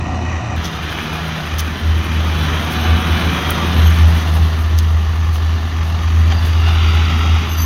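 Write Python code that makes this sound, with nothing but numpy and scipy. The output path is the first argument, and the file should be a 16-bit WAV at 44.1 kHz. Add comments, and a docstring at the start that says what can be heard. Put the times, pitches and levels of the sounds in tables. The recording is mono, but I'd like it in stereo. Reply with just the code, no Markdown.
"""A diesel pickup clatters far off; then the viewpoint jumps and it turns across a paved lot and rolls past.
Its six cylinders knock in noise bursts that ring the block, work hard, drop to idle and pick up again nearby.
Gas rumbles and hums in the exhaust, and a near-pure deep drone swells and fades. Noise shaped in time and pitch
makes the airy treble, a whistle and grit crunching on the concrete. A wavering whine, a faint click where the
viewpoint jumps, a dry tick and a few thin squeaks, where metal rubs, add fine detail."""
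import sys
import numpy as np
from scipy import signal
from scipy.fft import rfft, irfft
from scipy.io import wavfile
from scipy.ndimage import uniform_filter1d, minimum_filter1d

SR = 44100
rng = np.random.default_rng(int(sys.argv[2]) if len(sys.argv) > 2 else 0)


def dump(signal):
    """Clip the signal to [-1, 1] and save it as 16-bit WAV at the path in sys.argv[1]."""
    limited = np.clip(np.atleast_2d(signal).T, -1, 1)
    pcm = np.round(limited * 32767).astype(np.int16)
    wavfile.write(sys.argv[1], SR, pcm)


N = 337365
TIME = np.arange(N) / SR  # seconds
BINS = np.fft.rfftfreq(N, 1 / SR)  # Hz
CUT_S = .562  # the viewpoint jumps from far to near here
FIRST_CYLINDER_S = 5.092  # about when the first cylinder fires
IDLE_HZ = 44  # firings per second at idle
EDGE_HZ = 15900  # the sound stops above this pitch

# Engine speed, pulling through the turn and then idling: (time [s], firings per second [Hz])
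FIRING_RATE = [(0, 76.5), (.55, 76.5), (.57, 82), (.88, 78), (1.3, 79.5), (1.62, 76), (1.9, 82),
               (2.4, 76.5), (2.62, 75.5), (2.78, 82.5), (3.0, 85), (3.35, 90), (3.7, 86.5), (4.05, 86.5),
               (4.3, 76), (4.8, 51), (5.0, 48.2), (5.25, 44.4), (6.15, 44.3), (6.3, 46.8), (6.47, 48),
               (6.75, 44.6), (7.0, 46.4), (7.3, 45.6), (7.65, 46.4)]
# Loudness as load and distance change, against the usual level: (time [s], level [dB])
ENGINE_LEVEL = [(0, -3.3), (.56, -2), (1.05, 1), (1.3, 0.2), (1.9, -1.5), (2.45, 3), (3.15, 5), (3.55, 5),
                (4.15, 1.9), (4.7, -3.5), (5.2, -5), (6.2, -3), (6.6, -0.1), (6.75, 2.5), (7.0, 3.5),
                (7.38, 2.5), (7.53, -1.1), (7.65, -1)]
# Relative strength of each cylinder's knock, one per cylinder: (level [dB])
CYLINDER_KNOCKS_DB = [-5, -5, -5, -6.5, -9.5, -7]
# Short blips of fuel that lift the near clatter: (time [s], length [s], lift [dB])
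FUEL_BLIPS = [(6.321, 0.022, 7), (6.685, 0.032, 3.5)]
# Side of the truck towards the listener: (time [s], side [0 nose, 1 front corner, 2 flank])
FACING = [(.6, 0.52), (1.0, 0.36), (1.5, 0.54), (2.2, 0.44), (3.0, 0), (3.7, 0.26), (4.3, 0.76),
          (4.8, 0.83), (6.0, 1.124), (6.4, 1.15), (6.75, 1.9), (7.35, 1.86), (7.65, 1.3)]

# Colour of the clatter from far off, nose, front corner and flank: (pitch [Hz], relative level [dB per Hz])
FAR_COLOUR = [(250, -18), (340, -9), (440, -17), (570, -5), (650, -6.5), (780, -4), (950, -7), (1150, -7),
              (1400, -11), (1630, -16), (1880, -7.5), (2120, -15), (2470, -9.5), (3300, -22.5), (5070, -26),
              (5910, -20), (9500, -44.5), (13000, -49), (15500, -57)]
NOSE_COLOUR = [(250, -30), (400, -1), (640, -3.5), (850, -2.5), (1000, -1.5), (1350, 0.5), (2100, -3.5),
               (2600, -3.5), (3150, -3.5), (3900, -5), (4600, -16), (6200, -13.5), (7400, -35),
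               (10400, -46)]
CORNER_COLOUR = [(250, -22), (380, -1.5), (490, -7.5), (680, -2), (800, -1), (950, -3), (1200, -1),
                 (1600, -7.5), (1850, -2.5), (2350, -7.5), (3100, -5), (4400, -9.5), (6300, -12.5),
                 (7600, -30.5), (10400, -80)]
FLANK_COLOUR = [(250, -44), (400, -8.5), (483, -23), (560, -14), (630, -15), (800, -6), (930, -12),
                (1320, -1.5), (1680, -15.5), (2000, -6.5), (2750, -8), (3650, -7), (4300, -15.5),
                (6230, -20), (8000, -41), (10400, -71)]
# Block and panel resonances from the same four views; near ones go negative where the ground echo cancels:
# (pitch [Hz], width [Hz], lift [dB])
FAR_RINGS = [(727, 46, 4), (1195, 38, 7), (1910, 99, 5.5), (2510, 90, 6.5), (2960, 110, 9.5), (3720, 80, 9),
             (4030, 250, 7), (5930, 240, 6)]
NOSE_RINGS = [(1010, 40, 2), (1177, 12, 7.5), (1270, 37, 1.5), (2390, 100, 4.5), (3010, 89, 5),
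              (3290, 280, 3.5), (5000, 200, 4), (5170, 190, -5)]
CORNER_RINGS = [(1746, 140, 5), (2930, 140, 1), (4860, 200, -1), (5320, 400, -6)]
FLANK_RINGS = [(840, 37, 0), (1180, 50, -4), (1342, 55, 0), (2830, 150, 6.5), (4320, 430, -6),
               (4700, 200, -1), (5330, 250, -3)]
# Resonances heard while the truck is across the lot, negative where the ground echo cancels:
# (pitch [Hz], width [Hz], lift [dB])
ACROSS_RINGS = [(1060, 70, -3.5), (1590, 250, 3), (2240, 130, 0.5), (2460, 200, 3), (2680, 90, 1),
                (4560, 280, -3), (4900, 250, 3)]
# How much they stand out as it nears: (time [s], share [0-1])
ACROSS_SHARE = [(1.5, 0.95), (2.3, 0)]

# Relative strength of each piston's slap, one per cylinder: (level [dB])
PISTON_SLAPS_DB = [0, -10, -2, -2, -8, -10]
# Ways the block rings when slapped: (pitch [Hz], width [Hz], relative level [dB])
SLAP_MODES = [(1090, 84, -9.5), (1178, 44, -11), (1300, 150, -13), (1790, 140, -20), (2880, 250, -9)]

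# Colour of the gas rumble and of the lowest throb: (pitch [Hz], relative level [dB per Hz])
RUMBLE_COLOUR = [(60, -10), (95, 0), (120, 1), (140, -1), (170, 0.5), (200, 1), (240, -3), (300, -4.5),
                 (400, -12), (520, -19.5), (900, -67)]
THROB_COLOUR = [(10, -46), (25, -32), (36, -17), (46, -5), (62, 4), (75, -14), (100, -3), (200, -68)]
# Standing waves in the exhaust pipe: (pitch [Hz], width [Hz], lift [dB])
PIPE_RINGS = [(180, 19, 2), (237, 11.4, 2.5), (352, 40, 4)]
# Gas rumble in the pipe: (time [s], level [dB])
RUMBLE_LEVEL = [(0, -26), (.25, -28), (.6, -29.5), (1.55, -30.5), (1.9, -28), (2.58, -26.5), (2.75, -25.5),
                (3.6, -23.5), (4.1, -27.5), (4.6, -30.5), (5.2, -31.5), (6.1, -31), (6.35, -29.5),
                (6.75, -29), (7.1, -27), (7.65, -29)]
# Faint engine notes: (multiple of the firing rate [count])
NOTE_ORDERS = [1, 3, 4, 9]
# Their levels against one common level: (level [dB])
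NOTES_DB = [-25, -13, -14.5, -19.5]
# Exhaust hum at twice the firing rate: (time [s], level [dB])
HUM_LEVEL = [(.5, -45), (.6, -29.5), (.92, -34.5), (1.25, -25.5), (1.42, -27), (1.55, -39), (1.95, -34),
             (2.25, -37), (2.42, -26.5), (2.7, -32.5), (3.2, -26.5), (3.55, -33), (3.95, -26.5),
             (4.2, -26.5), (4.5, -53), (5.2, -28), (6.0, -34), (6.45, -23), (6.8, -41), (7.65, -27.5)]

# Deep drone: (time [s], pitch [Hz])
DRONE_PITCH = [(0, 83.2), (0.35, 82.4), (.9, 77.7), (1.8, 79.5), (3, 80.3), (5.2, 79.94), (6, 81.33),
               (7.65, 80.5)]
# Swells of the drone, before a small trim; the throb follows them more gently: (time [s], level [dB])
DRONE_LEVEL = [(0, -23.5), (.35, -25), (.45, -39), (.555, -29), (.59, -19.5), (.7, -28), (1.15, -26),
               (1.42, -40), (1.49, -24.5), (1.59, -15), (1.68, -22), (1.81, -22.5), (1.88, -12),
               (1.98, -10.5), (2.04, -26), (2.13, -15.5), (2.25, -14.5), (2.63, -16.5), (2.74, -28),
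               (2.93, -9.5), (3.03, -23.5), (3.13, -12.5), (3.2, -24), (3.25, -18), (3.33, -24),
               (3.64, -19), (3.87, -6), (3.96, -15), (4.04, -4.5), (4.14, -8.5), (4.24, -15.5),
               (4.43, -7.5), (4.56, -19), (4.68, -11), (5.0, -13.5), (5.95, -16.5), (6.2, -9.5), (6.4, -14),
               (6.85, -9), (7.1, -14), (7.35, -10.5), (7.48, -17.5), (7.65, -12)]
# The drone's overtones at two and three times its pitch: (time [s], level [dB])
OCTAVE_LEVEL = [(0, -55), (2.1, -49), (2.9, -34), (3.3, -27.5), (3.8, -41), (4.45, -27), (4.8, -43),
                (5.15, -34), (5.45, -47), (5.95, -32), (6.4, -38.5), (7.65, -39)]
TWELFTH_LEVEL = [(0, -52), (.25, -32.5), (.6, -56), (2.6, -39), (2.78, -28), (3.2, -36), (3.5, -39),
                 (4.0, -34), (4.5, -45), (5.5, -48), (6.3, -38), (6.75, -44.5), (7.1, -36), (7.65, -39.5)]

# Whine, loudest head-on: (time [s], level [dB])
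WHINE_LEVEL = [(0, -38.5), (.9, -50), (1.7, -49), (2.6, -53), (2.75, -31), (3.2, -37), (3.65, -39),
               (4.0, -56), (4.6, -75)]
# Airy whistle, heard from the flank: (time [s], level [dB])
WHISTLE_LEVEL = [(6.1, -62), (6.36, -45), (6.65, -46), (6.85, -34), (6.95, -48), (7.2, -43.5), (7.48, -50),
                 (7.6, -40), (7.65, -43)]
# Colour of the fine treble: (pitch [Hz], relative level [dB per Hz])
FIZZ_COLOUR = [(6000, -48), (8000, -6), (9000, 5), (11000, 5), (12700, 7.5), (14000, 5), (15800, -0.5)]
# Fine treble, highest as the tyres scrub out of the turn: (time [s], level [dB])
FIZZ_LEVEL = [(.57, -52), (1.0, -47), (2.0, -49), (2.4, -44.5), (3.1, -42.3), (3.7, -42), (4.2, -42.5),
              (4.7, -49.5), (5.2, -51), (6.0, -50), (6.5, -47), (7.2, -48), (7.65, -47.5)]

# Colour of grit as it grinds and as it snaps: (pitch [Hz], relative level [dB per Hz])
GRIT_COLOUR = [(1200, -24), (2400, -10), (3200, 9), (5000, 1), (6300, 5.5), (7800, -17), (10000, -57)]
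SNAP_COLOUR = [(3000, -15), (6000, -6), (7800, -17), (9200, -3), (12000, 1.5), (14000, -2), (15500, -1.5)]
# Crunches, with the length scale of their rise: (peak time [s], length [s], grinding [dB], snapping [dB])
CRUNCHES = [(0.654, 0.023, -29, -39.5), (.922, 0.019, -46, -44), (1.585, 0.0029, -31, -25),
            (1.594, 0.0054, -22.5, -25), (1.604, 0.0058, -32, -27), (2.465, 0.0084, -46, -43),
            (2.721, 0.021, -42, -34), (3.504, 0.0047, -54, -23), (3.507, 0.00076, -52, -14),
            (4.28, 0.0018, -55, -37), (4.7812, 0.0012, -31, -34), (4.788, .0014, -26, -27),
            (4.79, 0.011, -31.5, -33), (5.35, 0.029, -40, -40.5), (6.463, .03, -42, -41)]
# A faint click where the viewpoint jumps, then a lone dry tick: (time [s], peak level [dB], half width [s])
CLICKS = [(.563, -24, .000016), (.9873, -8, .0001)]
# Squeaks: (start [s], length [s], pitch [Hz], glide [share of pitch], level [dB], octave against it [dB])
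SQUEAKS = [(2.746, 0.15, 6230, .012, -38, -2), (3.758, 0.06, 6260, .01, -48, 8),
           (3.826, 0.087, 6330, -0.0074, -37, 1.5), (7.486, 0.072, 6190, -.024, -32.5, -1.5),
           (7.561, 0.1, 6110, .022, -28, 0)]

# Two microphone ports, left against right: (pitch [Hz], left minus right [dB])
BALANCE = [(60, -3.5), (200, -2.5), (380, -3.5), (700, -2.5), (1290, -2), (2380, -7.5), (4400, -10),
           (6300, -4.5), (9000, -2.5), (13000, -11.5)]
# How alike the two ports sound: (pitch [Hz], likeness [0-1])
LIKENESS = [(60, 0.99), (290, 0.96), (640, 0.85), (1400, 0.84), (3100, 0.85), (6800, 0.2), (15000, 0.32)]
# How far the left port leads: (pitch [Hz], lead [radians])
LEAD = [(60, -0.15), (1200, 0.32), (2200, 0.57), (3000, -0.8), (4100, 1), (4900, -0.4), (6300, 1.04),
        (8000, 2), (9500, 0), (15000, -0.5)]


def amp(db):
    """Turns decibels into a gain."""
    return np.exp(np.asarray(db) * (np.log(10) / 20))


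def unit(x):
    """Scales a sound to an average strength (rms) of 1."""
    return x / np.sqrt(np.mean(x ** 2) + 1e-20)


def curve(rows):
    """Draws straight lines between the points of a table over time."""
    return np.interp(TIME, *np.transpose(rows))


def across(points):
    """Spreads a table over pitch to every frequency bin, on a log scale."""
    hz, value = np.transpose(points)
    return np.interp(np.log(BINS + 1), np.log(hz + 1), value)


def wander(rate_hz):
    """Makes a smooth random drift of rms 1; a higher rate moves faster."""
    hz = BINS[:N // 16]  # higher bins stay empty
    a, b = rng.standard_normal((2, len(hz)))
    spectrum = (a + 1j * b) * np.exp(-np.minimum((hz / rate_hz) ** 2, 20))
    return unit(irfft(spectrum, N))


def ports(pair, colour_db=0):
    """Colours two unrelated signals and blends them for the left and right ports; their middle has rms 1."""
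    a, b = rfft(pair) * amp(colour_db)
    like = np.clip(across(LIKENESS), 0, 1)
    blend = like * a + np.sqrt(1 - like ** 2) * b
    left = blend * amp(across(BALANCE)) * np.exp(1j * across(LEAD))
    out = irfft(np.array([left, a]), N)
    return out / np.sqrt(np.mean(out.mean(0) ** 2) + 1e-20)


def placed(x, balance_db):
    """Places a mono sound to one side; a negative balance makes the right louder."""
    gains = amp([[balance_db / 2], [-balance_db / 2]])
    return x * gains / gains.mean()


def hiss():
    """Makes two unrelated white noises."""
    return rng.standard_normal((2, N))


def bump(s, length):
    """Makes a bell-shaped swell in time."""
    return np.exp(-2 * np.minimum(((TIME - s) / length) ** 2, 10))


def lift(rings):
    """Adds up the dB that resonances give each frequency bin."""
    return sum(db / (1 + (2 * (BINS - hz) / width) ** 2) for hz, width, db in rings)


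def crankshaft(unsteady=0.023):
    """Counts the firings so far, each slightly early or late."""
    firings = np.cumsum(curve(FIRING_RATE)) / SR
    offset = -np.interp(FIRST_CYLINDER_S, TIME, firings) % len(CYLINDER_KNOCKS_DB)
    return firings + offset + unsteady * wander(7.6)


def knocks(firings, decay_s, between, uneven_db):
    """Shapes combustion knocks that die quickly, each cylinder with its own strength."""
    count = firings.astype(int)
    age = (firings % 1) / curve(FIRING_RATE)  # seconds since the last firing
    uneven = uneven_db * rng.standard_normal(N)[count]
    size_db = np.take(CYLINDER_KNOCKS_DB, count, mode="wrap") + uneven
    return unit(between + amp(size_db) * np.exp(-age / decay_s))


def fizz(firings, flicker_db=1.5):
    """Fine treble of air and rolling tyres, lightly pulsed by the engine."""
    flicker = unit(amp(flicker_db * wander(26)))
    drive = hiss() * flicker * knocks(firings, decay_s=0.0077, between=1.7, uneven_db=6.5)
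    return ports(drive, across(FIZZ_COLOUR)) * amp(curve(FIZZ_LEVEL)) * (TIME > CUT_S)


def whistle(hz=4690, drift_hz=45, width_hz=140, broken_db=4.0):
    """Air whistles faintly in the engine bay: a narrow, broken hiss whose pitch drifts."""
    turn = 2 * np.pi * np.cumsum(hz + drift_hz * wander(10)) / SR
    air = wander(width_hz) * np.cos(turn) + wander(width_hz) * np.sin(turn)
    return placed(air * amp(curve(WHISTLE_LEVEL) + broken_db * wander(38)), -4)


def whine(hz=739, waver=0.7, shimmer_db=1.8):
    """A narrow, wavering whine from the engine bay; its phase (radians) and level both drift."""
    tone = np.sqrt(2) * np.sin(2 * np.pi * hz * TIME + waver * wander(16))
    return placed(tone * amp(curve(WHINE_LEVEL) + shimmer_db * wander(18)), -5.5)


def clicks():
    """A faint click as the viewpoint jumps and a lone dry tick: one push and pull of pressure each."""
    out = np.zeros(N)
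    for s, db, width in CLICKS:
        u = (TIME - s) / width
        out -= amp(db) * u * np.exp((1 - u ** 2) / 2)
    return placed(out, -16)


def squeaks(jitter=0.012, flutter=0.004, rasp=0.2, chatter_db=2.6):
    """Rubbing metal sings a thin, rough note and its octave, gliding a little."""
    out = np.zeros(N)
    waver = 1 + jitter * wander(416) + flutter * wander(66.0)  # factor on the pitch
    scrape = rasp * wander(1500)  # radians
    for s, length, hz, glide, db, octave_db in SQUEAKS:
        on = (TIME > s) & (TIME < s + length)
        progress = (TIME[on] - s) / length
        pitch = hz * waver[on] * (1 + glide * (progress - .5))
        phase = 2 * np.pi * np.cumsum(pitch) / SR + scrape[on]
        swell = np.abs(np.sin(np.pi * progress)) ** 0.77
        out[on] += amp(db) * swell * (np.sin(phase) + amp(octave_db) * np.sin(2 * phase))
    return placed(out * amp(chatter_db * wander(120)), -11)


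def grit(grain_db=3.5, rise=1.0, fall=1.68):
    """Crunches are clumps of tiny fractures that start fast and trail off: a rasp with a bright snap."""
    fractures = np.tanh(hiss()) * amp(grain_db * np.clip(wander(800), -2, 2))
    grinding, snapping = np.zeros(N), np.zeros(N)
    for s, length, grind_db, snap_db in CRUNCHES:
        clump = bump(s, length * np.where(TIME < s, rise, fall))
        grinding += amp(grind_db) * clump
        snapping += amp(snap_db) * clump
    rasp = ports(fractures, across(GRIT_COLOUR)) * grinding
    return rasp + ports(fractures, across(SNAP_COLOUR)) * snapping


def drone(level_db=-0.63, flutter_db=1.26, flutter_hz=10, unsteady_db=-32):
    """A nearly pure bass tone that swells and fades, flutters most when weak, and has two wavering overtones."""
    phase = 2 * np.pi * np.cumsum(curve(DRONE_PITCH)) / SR + 0.087 * wander(3.5)
    flutter = flutter_db * wander(flutter_hz) + .5 * wander(56)
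    strength = amp(curve(DRONE_LEVEL) + level_db + flutter)
    tone = np.sin(phase) * (strength + amp(unsteady_db) * wander(flutter_hz))
    octave = amp(curve(OCTAVE_LEVEL)) * np.sin(2 * phase + 0.66 * wander(9.6))
    twelfth = amp(curve(TWELFTH_LEVEL)) * np.sin(3 * phase + 0.52 * wander(1.6))
    overtones = (octave + twelfth) * amp(wander(2.7))
    return placed(np.sqrt(2) * (tone + overtones), -1.85)


def exhaust(firings, notes_db=-30.0, follow=0.88, throb_db=-25.5, throb_follow=0.39,
            idle_note_db=-36.0, lope_db=-32):
    """Puffs of gas rumble in the pipe under notes tied to the firing rate; a low throb swells with the drone."""
    puffs = knocks(firings, decay_s=0.004, between=0.75, uneven_db=1.5)
    gas = ports(hiss() * puffs, across(RUMBLE_COLOUR) + lift(PIPE_RINGS)) * amp(curve(RUMBLE_LEVEL))
    turn = 2 * np.pi * firings
    notes = sum(amp(notes_db + db + 3.2 * wander(15.0)) * np.sin(k * turn + 0.31 * wander(3.9))
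                for k, db in zip(NOTE_ORDERS, NOTES_DB))
    hum = amp(curve(HUM_LEVEL) + wander(4.1)) * np.sin(2 * turn)
    # uneven cylinders, heard from far off as a note at one and a half times the firing rate
    lope = amp(lope_db + 3.1 * wander(6.9)) * np.sin(turn + turn / 2) * (TIME < CUT_S)
    load = amp(follow * curve(ENGINE_LEVEL))
    tones = placed(np.sqrt(2) * (notes * load + hum + lope), -1.8)
    throb = ports(hiss() * puffs, across(THROB_COLOUR)) * amp(throb_db)
    beat = placed(amp(idle_note_db) * np.sin(turn), -1.5)
    swell = amp(throb_follow * curve(DRONE_LEVEL))
    return gas + tones + (throb + beat) * swell


def slap(firings, idle_db=-36.0, db_per_hz=-.22, uneven_db=.7):
    """Pistons strike their bores, three of six hard, and the block rings; it fades as the engine speeds up."""
    count = firings.astype(int)
    uneven = uneven_db * rng.standard_normal(N)[count]
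    force = amp(np.take(PISTON_SLAPS_DB, count, mode="wrap") + uneven)
    strikes = np.diff(count, prepend=count[0])  # one blow a firing
    t = TIME[:2000]
    ring = sum(amp(db) * np.sqrt(width) * np.exp(-np.pi * width * t) * np.sin(2 * np.pi * hz * t)
               for hz, width, db in SLAP_MODES)
    ring = ring * (1 - np.exp(-t / 0.004))  # the heavy block takes a moment to answer
    blows = unit(signal.oaconvolve(strikes * force, ring)[:N])
    level_db = idle_db + db_per_hz * (curve(FIRING_RATE) - IDLE_HZ)
    return placed(blows * amp(level_db), -7.0)


def panels(pair, ring_db=-7, decay_s=0.0081, drift_hz=6.2, count=3):
    """Weak panel modes and reflections ring on briefly; their ripple drifts as the truck moves."""
    t = TIME[:1500]
    out = pair
    for _ in range(count):
        ring = rng.standard_normal(len(t)) * np.exp(-t / decay_s)
        rung = signal.oaconvolve(pair, ring[None] / np.linalg.norm(ring), axes=1)[:, :N]
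        out = out + amp(ring_db) / np.sqrt(count) * np.tanh(wander(drift_hz)) * rung
    return out


def clatter(firings, tick_db=1.0, near_db=-26.5, far_db=-25.0):
    """Knocks and valve ticks ring the block; the colour turns as the truck shows its nose, corner and flank."""
    wash = 2.3 * amp(.7 * curve(ENGINE_LEVEL))  # noise fills the gaps between knocks as the load grows
    beats = knocks(firings, decay_s=0.007, between=wash, uneven_db=.6)
    steady = beats / np.sqrt(uniform_filter1d(beats ** 2, size=12000))  # evens out the slow loudness
    drive = panels(hiss() * steady * amp(tick_db * wander(150)))

    distant = irfft(rfft(drive) * amp(lift(ACROSS_RINGS)), N)
    nearing = drive + np.clip(curve(ACROSS_SHARE), 0, 1) * (distant - drive)
    sides = [(NOSE_COLOUR, NOSE_RINGS), (CORNER_COLOUR, CORNER_RINGS), (FLANK_COLOUR, FLANK_RINGS)]
    facing = np.clip(curve(FACING), 0, 2)
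    near = sum(np.maximum(1 - np.abs(facing - k), 0) * ports(nearing, across(colour) + lift(rings))
               for k, (colour, rings) in enumerate(sides))
    blips_db = sum(db * bump(s, length) for s, length, db in FUEL_BLIPS)

    far = ports(drive, across(FAR_COLOUR) + lift(FAR_RINGS))
    heard = np.where(TIME < CUT_S, far * amp(far_db), near * amp(near_db + blips_db))
    return heard * amp(curve(ENGINE_LEVEL))


def scene():
    """Adds all sources; one slightly uneven crankshaft times the engine's layers."""
    firings = crankshaft()
    details = fizz(firings) + whistle() + whine() + clicks() + squeaks() + grit()
    engine = drone() + exhaust(firings) + slap(firings) + clatter(firings)
    return details + engine


def record(dry):
    """A quick limiter holds the largest peaks to full scale; then a filter removes the highest treble."""
    edge = signal.firwin(601, EDGE_HZ, window=("kaiser", 9), fs=SR)
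    room = np.minimum(1, 1 / (abs(dry).max(0) + 1e-9))
    gain = uniform_filter1d(minimum_filter1d(room, size=401), size=401)
    return signal.oaconvolve(dry * gain, edge[None], "same", axes=1)


dry = scene()
out = record(dry)
dump(out)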